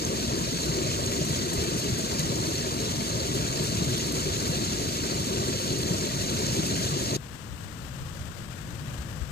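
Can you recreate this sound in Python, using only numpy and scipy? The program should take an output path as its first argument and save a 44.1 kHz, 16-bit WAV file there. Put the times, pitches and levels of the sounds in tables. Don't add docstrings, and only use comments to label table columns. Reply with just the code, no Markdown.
import sys
import numpy as np
from scipy import signal
from scipy.fft import rfft, irfft
from scipy.io import wavfile

SR = 44100
rng = np.random.default_rng(int(sys.argv[2]) if len(sys.argv) > 2 else 0)


def wrap_up_sound(samples):
    columns = np.atleast_2d(samples).T
    tamed = np.clip(columns, -1, 1)
    steps = np.round(tamed * 32767).astype(np.int16)
    wavfile.write(sys.argv[1], SR, steps)


N = 410571
HZ = np.fft.rfftfreq(N, 1 / SR)
T = np.arange(N) / SR

# time_s, strength_db
FLOW_DRIFT = [(0, -0.5), (.2, -0.5), (.6, 0), (1.1, 0.36), (1.9, -0.2), (2.3, 0.1), (3.2, -0.5),
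              (3.45, 0.5), (3.75, 0.7), (4.5, 0.5), (4.75, 0.25), (5.7, 0), (6.3, 0.3), (6.5, 1.4),
              (6.8, 1.5), (7.15, -0.3)]
# frequency_hz, density_db (per Hz)
DROPLET_SPECTRUM = [(1500, -27), (4000, -7), (7500, 5), (9800, -0.5), (11000, 0), (13000, -1.5),
                    (15300, -12)]


def churn(gain_db=-33.5, follows_flow=0.84, follows_surge=0.3, lumpy_db=-0.4):
    # frequency_hz, density_db (per Hz)
    spectrum = [(20, -30), (45, -7.5), (62, 1), (90, -2), (130, 1.5), (165, 0), (210, -5.5), (290, -15.5),
                (500, -56)]
    glugs = bubbles(low_hz=80.0, high_hz=301, per_s=120, cycles=2.97, rise=0.049, spread_db=-0.5, count=12)
    froth = frothing(glugs, bubble_db=-17.5)
    body = evened(coloured(froth, read(spectrum)))
    drift_db = follows_flow * curve(FLOW_DRIFT) + follows_surge * surge_db()
    return amp(gain_db + drift_db + lumpy_db * wander(rate_hz=36)) * body


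def gurgle(gain_db=-33.0, follows_surge=0.37, lumpy_db=0.78):
    # frequency_hz, density_db (per Hz)
    spectrum = [(130, -23), (200, 0.5), (250, -1), (310, -2), (370, 1.2), (420, -3), (480, -6.5),
                (620, -7.5), (700, -9.8), (790, -14.5), (930, -10), (1070, -15), (1240, -10), (1420, -18.5),
                (2400, -46)]
    glugs = bubbles(low_hz=218.1, high_hz=1114, per_s=500, cycles=7.1, rise=0.035, spread_db=1.5, count=18)
    froth = patchy(frothing(glugs, bubble_db=-8.5), depth_db=0.5, wide_hz=150, long_s=0.19)
    body = evened(coloured(froth, read(spectrum)))
    return amp(gain_db + follows_surge * surge_db() + lumpy_db * wander(rate_hz=21)) * body


def surge_db():
    # middle_s, change_db
    sloshes = [(.35, 6.5), (.53, -3.5), (.76, 5), (1.24, 0), (1.45, -3.5), (1.78, -1), (2.04, -0.5),
               (2.3, 5), (2.59, -2), (3.8, 5), (4.5, 4), (4.95, -6), (5.13, 3), (5.44, 2), (5.57, -4.5),
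               (5.9, 2), (6.12, -4), (6.6, 3.5)]
    half_s = 0.08
    return sum(db * np.exp(-((T - s) / half_s) ** 2) for s, db in sloshes)


def spray(gain_db=-33.0, spurt_db=0.84, swell_db=0.24, tinkle_db=-12):
    pops = bubbles(low_hz=1292, high_hz=13800, per_s=3500, cycles=3.7, rise=0.037, spread_db=2.5, count=22)
    froth = frothing(pops, bubble_db=-4.0) + amp(tinkle_db) * tinkles()
    froth = patchy(froth, depth_db=1.05, wide_hz=700, long_s=0.022)
    swell = wander(rate_hz=10.7)
    level_db = gain_db + curve(FLOW_DRIFT) + spurt_db * wander(rate_hz=43) + swell_db * swell
    return amp(level_db) * evened(coloured(froth, spray_colour())) + prickle()


def spray_colour():
    # frequency_hz, density_db (per Hz)
    spectrum = [(700, -41), (1000, -11), (1250, -4.5), (1700, -4), (2400, -3.5), (3200, -0.5), (5500, -1),
                (7600, 0.1), (8900, -12), (11000, -10.5), (12500, -14), (15300, -18)]
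    # frequency_hz, width_hz, lift_db
    port_modes = [(4290, 790, 5.5), (6630, 870, 5)]
    lift_db = sum(db / (1 + (2 * (HZ - hz) / width) ** 2) for hz, width, db in port_modes)
    return read(spectrum) + lift_db


def tinkles(low_hz=1100, high_hz=7000, per_s=170, cycles=20, rise=0.0246, spread_db=5):
    out = np.zeros((3, N))
    for place, when, pitch, size in rng.random((int(3 * per_s * N / SR), 4)):
        hz = low_hz * (high_hz / low_hz) ** pitch
        age = np.arange(0, 4, hz / (cycles * SR))
        ring = np.exp(-age) * np.sin(2 * np.pi * cycles * (age + rise * age ** 2 / 2))
        ring *= np.sqrt(hz) * amp(spread_db * size)
        part = out[int(place * len(out)), int(when * N):][:len(age)]
        part += ring[:len(part)]
    return evened(out)


def prickle(gain_db=-49.0, follows_flow=0.8, shower_db=3.5):
    ticks = bubbles(low_hz=6600, high_hz=15000, per_s=2000, cycles=4.2, rise=0, spread_db=3.0, count=6)
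    body = evened(coloured(ticks, read(DROPLET_SPECTRUM)))
    return amp(gain_db + follows_flow * curve(FLOW_DRIFT) + shower_db * wander(rate_hz=22)) * body


def gulps(gain_db=-6):
    # start_s, level_db, pitch_hz
    pockets = [(.34, -17.5, 378), (.69, -16, 151), (.815, -18, 355), (1.187, -17, 370), (1.21, -16, 147),
               (1.214, -22, 594), (1.303, -15, 145), (1.58, -17, 75), (1.922, -14, 108),
               (2.193, -14.5, 154), (2.297, -16.5, 148), (2.318, -21.5, 552), (2.483, -18.5, 332),
               (3.348, -19.5, 347), (3.602, -16, 149), (3.809, -17.5, 156), (3.817, -22, 370),
               (4.263, -20, 390), (4.497, -12.5, 158), (5.373, -16, 115), (5.483, -20, 354),
               (5.703, -14.5, 136), (5.907, -13.5, 156), (6.396, -20.5, 398), (6.582, -17, 128),
               (6.587, -18.5, 328), (6.919, -16, 136)]
    return amp(gain_db) * throbs(pockets, decay_s=0.0052)


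def splashes(slap_s=0.003, ring_db=-1, slap_db=-20):
    # start_s, level_db, pitch_hz
    near_drops = [(0.049, -18.5, 6400), (0.6185, -24, 6600), (1.0211, -29, 4190), (1.062, -22, 6600),
                  (2.0093, -23, 6820), (2.1929, -21, 6310), (2.4687, -23, 4560), (4.4019, -24, 6700),
                  (4.6478, -26, 6750), (6.4647, -22, 6600), (6.566, -25, 6600)]
    # start_s, level_db, decay_s
    bright_spatters = [(1.249, -35, .002), (1.531, -33, 0.0046), (1.776, -39, .012), (2.1928, -31, .0014),
                       (3.572, -38, 0.0028), (3.637, -39, .003), (3.9803, -31, .001), (4.119, -36, .004),
                       (4.475, -34, .004), (5.783, -36, .003), (6.66, -36, .007)]
    slaps = sum(amp(db + slap_db) * pulse(s, slap_s) for s, db, _ in near_drops)
    spatters = sum(amp(db) * pulse(s, decay_s) for s, db, decay_s in bright_spatters)
    fizz = evened(coloured(rng.standard_normal(N), read(DROPLET_SPECTRUM)))
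    pings = amp(ring_db) * throbs(near_drops, decay_s=0.00089)
    return pings + (slaps + spatters) * fizz


def stream():
    # frequency_hz, likeness (0-1)
    likeness = [(25, .35), (60, .76), (130, .96), (370, .99), (1100, .9), (1600, .7), (2000, .84),
                (3600, .67), (4250, .85), (5100, .56), (10000, .55), (15000, .2)]
    # frequency_hz, left_minus_right_db
    left_excess = [(60, 0), (310, 2.6), (780, .5), (1100, 2.7), (2800, 2.7), (3950, -1.6), (5200, 1.6),
                   (6900, -.8), (7900, 1.5), (11000, -1.5)]
    # frequency_hz, lag_rad
    housing_bend = [(280, .05), (400, -.2), (650, -.1), (800, .65), (1000, .1), (1300, -.15), (2000, .6),
                    (2500, -.45), (3000, -.1), (3500, -.75), (4000, .25), (4900, .8), (5700, -.55),
                    (6600, 0), (7600, 1.2), (9200, -.1)]
    lag_ms = 0.454
    left_db, bend = read(left_excess), read(housing_bend)
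    wide = ports(churn() + gurgle() + spray(), read(likeness), left_db, lag_ms, bend)
    single = np.array([gulps() + splashes()] * 3)
    return wide + ports(single, 1, left_db, lag_ms, bend)


def orchard(buffet_db=-45.0, air_db=-40, hiss_db=-41, hiss_right_db=-31, gusty_db=2.5,
            flicker_db=1.14, buffet_follows=1.2, hiss_follows=0.61):
    # frequency_hz, density_db (per Hz)
    spectra = [(18, -26), (35, -8), (62, 17), (90, 2), (140, 5), (300, -65)], [(50, -13), (100, 0.5), (150, 0.5), (220, -7.5), (300, -13), (430, -19.5),
                               (570, -16.5), (800, -28), (1100, -30), (1600, -40), (2000, -36), (2800, -41),
                               (5000, -76)], [(400, -2), (750, -2), (1100, 1.5), (1650, 2), (2200, -4.5),
                                            (2900, -2.5), (4000, -6), (6500, -7.5), (8200, -5.5),
                                            (8900, -15), (15300, -16)]
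    # time_s, strength_db
    breeze_strength = [(7.2, -3), (7.4, -2.5), (7.9, 0), (8.25, 0.5), (8.6, 0), (8.95, 2), (9.18, 0.3),
                       (9.31, 0.5)]
    lag_ms = 0.32
    breeze_db = curve(breeze_strength)
    buffet, air, hiss = (evened(coloured(rng.standard_normal((3, N)), read(s))) for s in spectra)
    buffet = buffet * amp(buffet_db + buffet_follows * breeze_db + gusty_db * wander(rate_hz=11))
    buffet = ports(buffet, same=0.35, left_db=5.5, lag_ms=lag_ms)
    air = ports(air * amp(air_db + breeze_db), same=0.92, left_db=2.8, lag_ms=lag_ms)
    hiss = hiss[:2] * amp(hiss_db + hiss_follows * breeze_db + flicker_db * wander(rate_hz=53))
    return buffet + air + puffs() + hiss * amp([[0], [hiss_right_db]])


def puffs():
    # start_s, level_db, pitch_hz, left_minus_right_db
    gusts = [(7.855, -32, 67, 4), (8.2, -32, 72, -7), (8.875, -30, 126, 5), (8.985, -32, 68, 4),
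             (9.213, -28, 66, 16)]
    return sum(throbs([(s, db, hz)], decay_s=0.0096) * amp([[left_db / 2], [-left_db / 2]])
               for s, db, hz, left_db in gusts)


def bubbles(low_hz, high_hz, per_s, cycles, rise, spread_db, count=28):
    out = np.zeros((3, N))
    for hz in np.geomspace(low_hz, high_hz, count):
        age = np.arange(0, 5, hz / (cycles * SR))
        ring = np.sin(2 * np.pi * cycles * (age + rise * age ** 2 / 2)) * np.exp(-age)
        chance, size = rng.random((3, N), dtype=np.float32), np.zeros((3, N))
        born = chance < per_s / count / SR
        rarity = -np.log(chance[born] * count * SR / per_s + .01)
        size[born] = amp(spread_db * rarity)
        swarm = signal.oaconvolve(size, np.diff(ring)[None], axes=1)[:, :N]
        out += np.sqrt(hz) * evened(swarm)
    return evened(out)


def frothing(swarm, bubble_db):
    return evened(rng.standard_normal((3, N)) + amp(bubble_db) * swarm)


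def patchy(x, depth_db, wide_hz, long_s):
    hz, s, z = signal.stft(x, SR, nperseg=1024, noverlap=768)
    along_hz = np.fft.fftfreq(len(hz), hz[1])[:, None]
    along_s = np.fft.fftfreq(len(s), s[1])
    blur = np.exp(-(along_hz * wide_hz) ** 2 - (along_s * long_s) ** 2)
    patches = np.fft.ifft2(np.fft.fft2(rng.standard_normal(blur.shape)) * blur).real
    shaped = z * amp(depth_db * evened(patches))
    return signal.istft(shaped, SR, nperseg=1024, noverlap=768)[1][:, :N]


def throbs(rows, decay_s):
    return sum(amp(db) * pulse(s, decay_s) * np.sin(2 * np.pi * hz * (T - s)) for s, db, hz, *_ in rows)


def pulse(s, decay_s):
    age = np.clip((T - s) / decay_s, 0, 50)
    return age * np.exp(1 - age)


def ports(sound, same, left_db, lag_ms, bend=0):
    z, same = rfft(sound), np.clip(same, 0, 1)
    left, right = np.sqrt(same) * z[0] + np.sqrt(1 - same) * z[1:]
    late = np.exp(-1j * (2 * np.pi * HZ * lag_ms / 1000 + bend))
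    return irfft(np.array([left * amp(left_db / 2), right * late * amp(-left_db / 2)]), N)


def wander(rate_hz):
    return evened(irfft(rfft(rng.standard_normal(N)) * (HZ > 2) / (1 + (HZ / rate_hz) ** 2), N))


def coloured(x, db):
    return irfft(rfft(x) * amp(db), N)


def read(points):
    hz, value = np.transpose(points)
    return np.interp(np.log(HZ + 1), np.log(hz + 1), value)


def curve(points):
    return np.interp(T, *np.transpose(points))


def evened(x):
    return x / np.sqrt(np.mean(x ** 2) + 1e-20)


def amp(db):
    return 10 ** (np.asarray(db) / 20)


def scene(cut_s=7.168):
    by_water = np.clip((cut_s - T) / .004 + .5, 0, 1)
    return by_water * stream() + (1 - by_water) * orchard()


def record(dry, edge_hz=15500):
    low_pass = signal.firwin(511, edge_hz, window=("kaiser", 9), fs=SR)
    return signal.oaconvolve(dry, low_pass[None], "same")


dry = scene()
out = record(dry)
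wrap_up_sound(out)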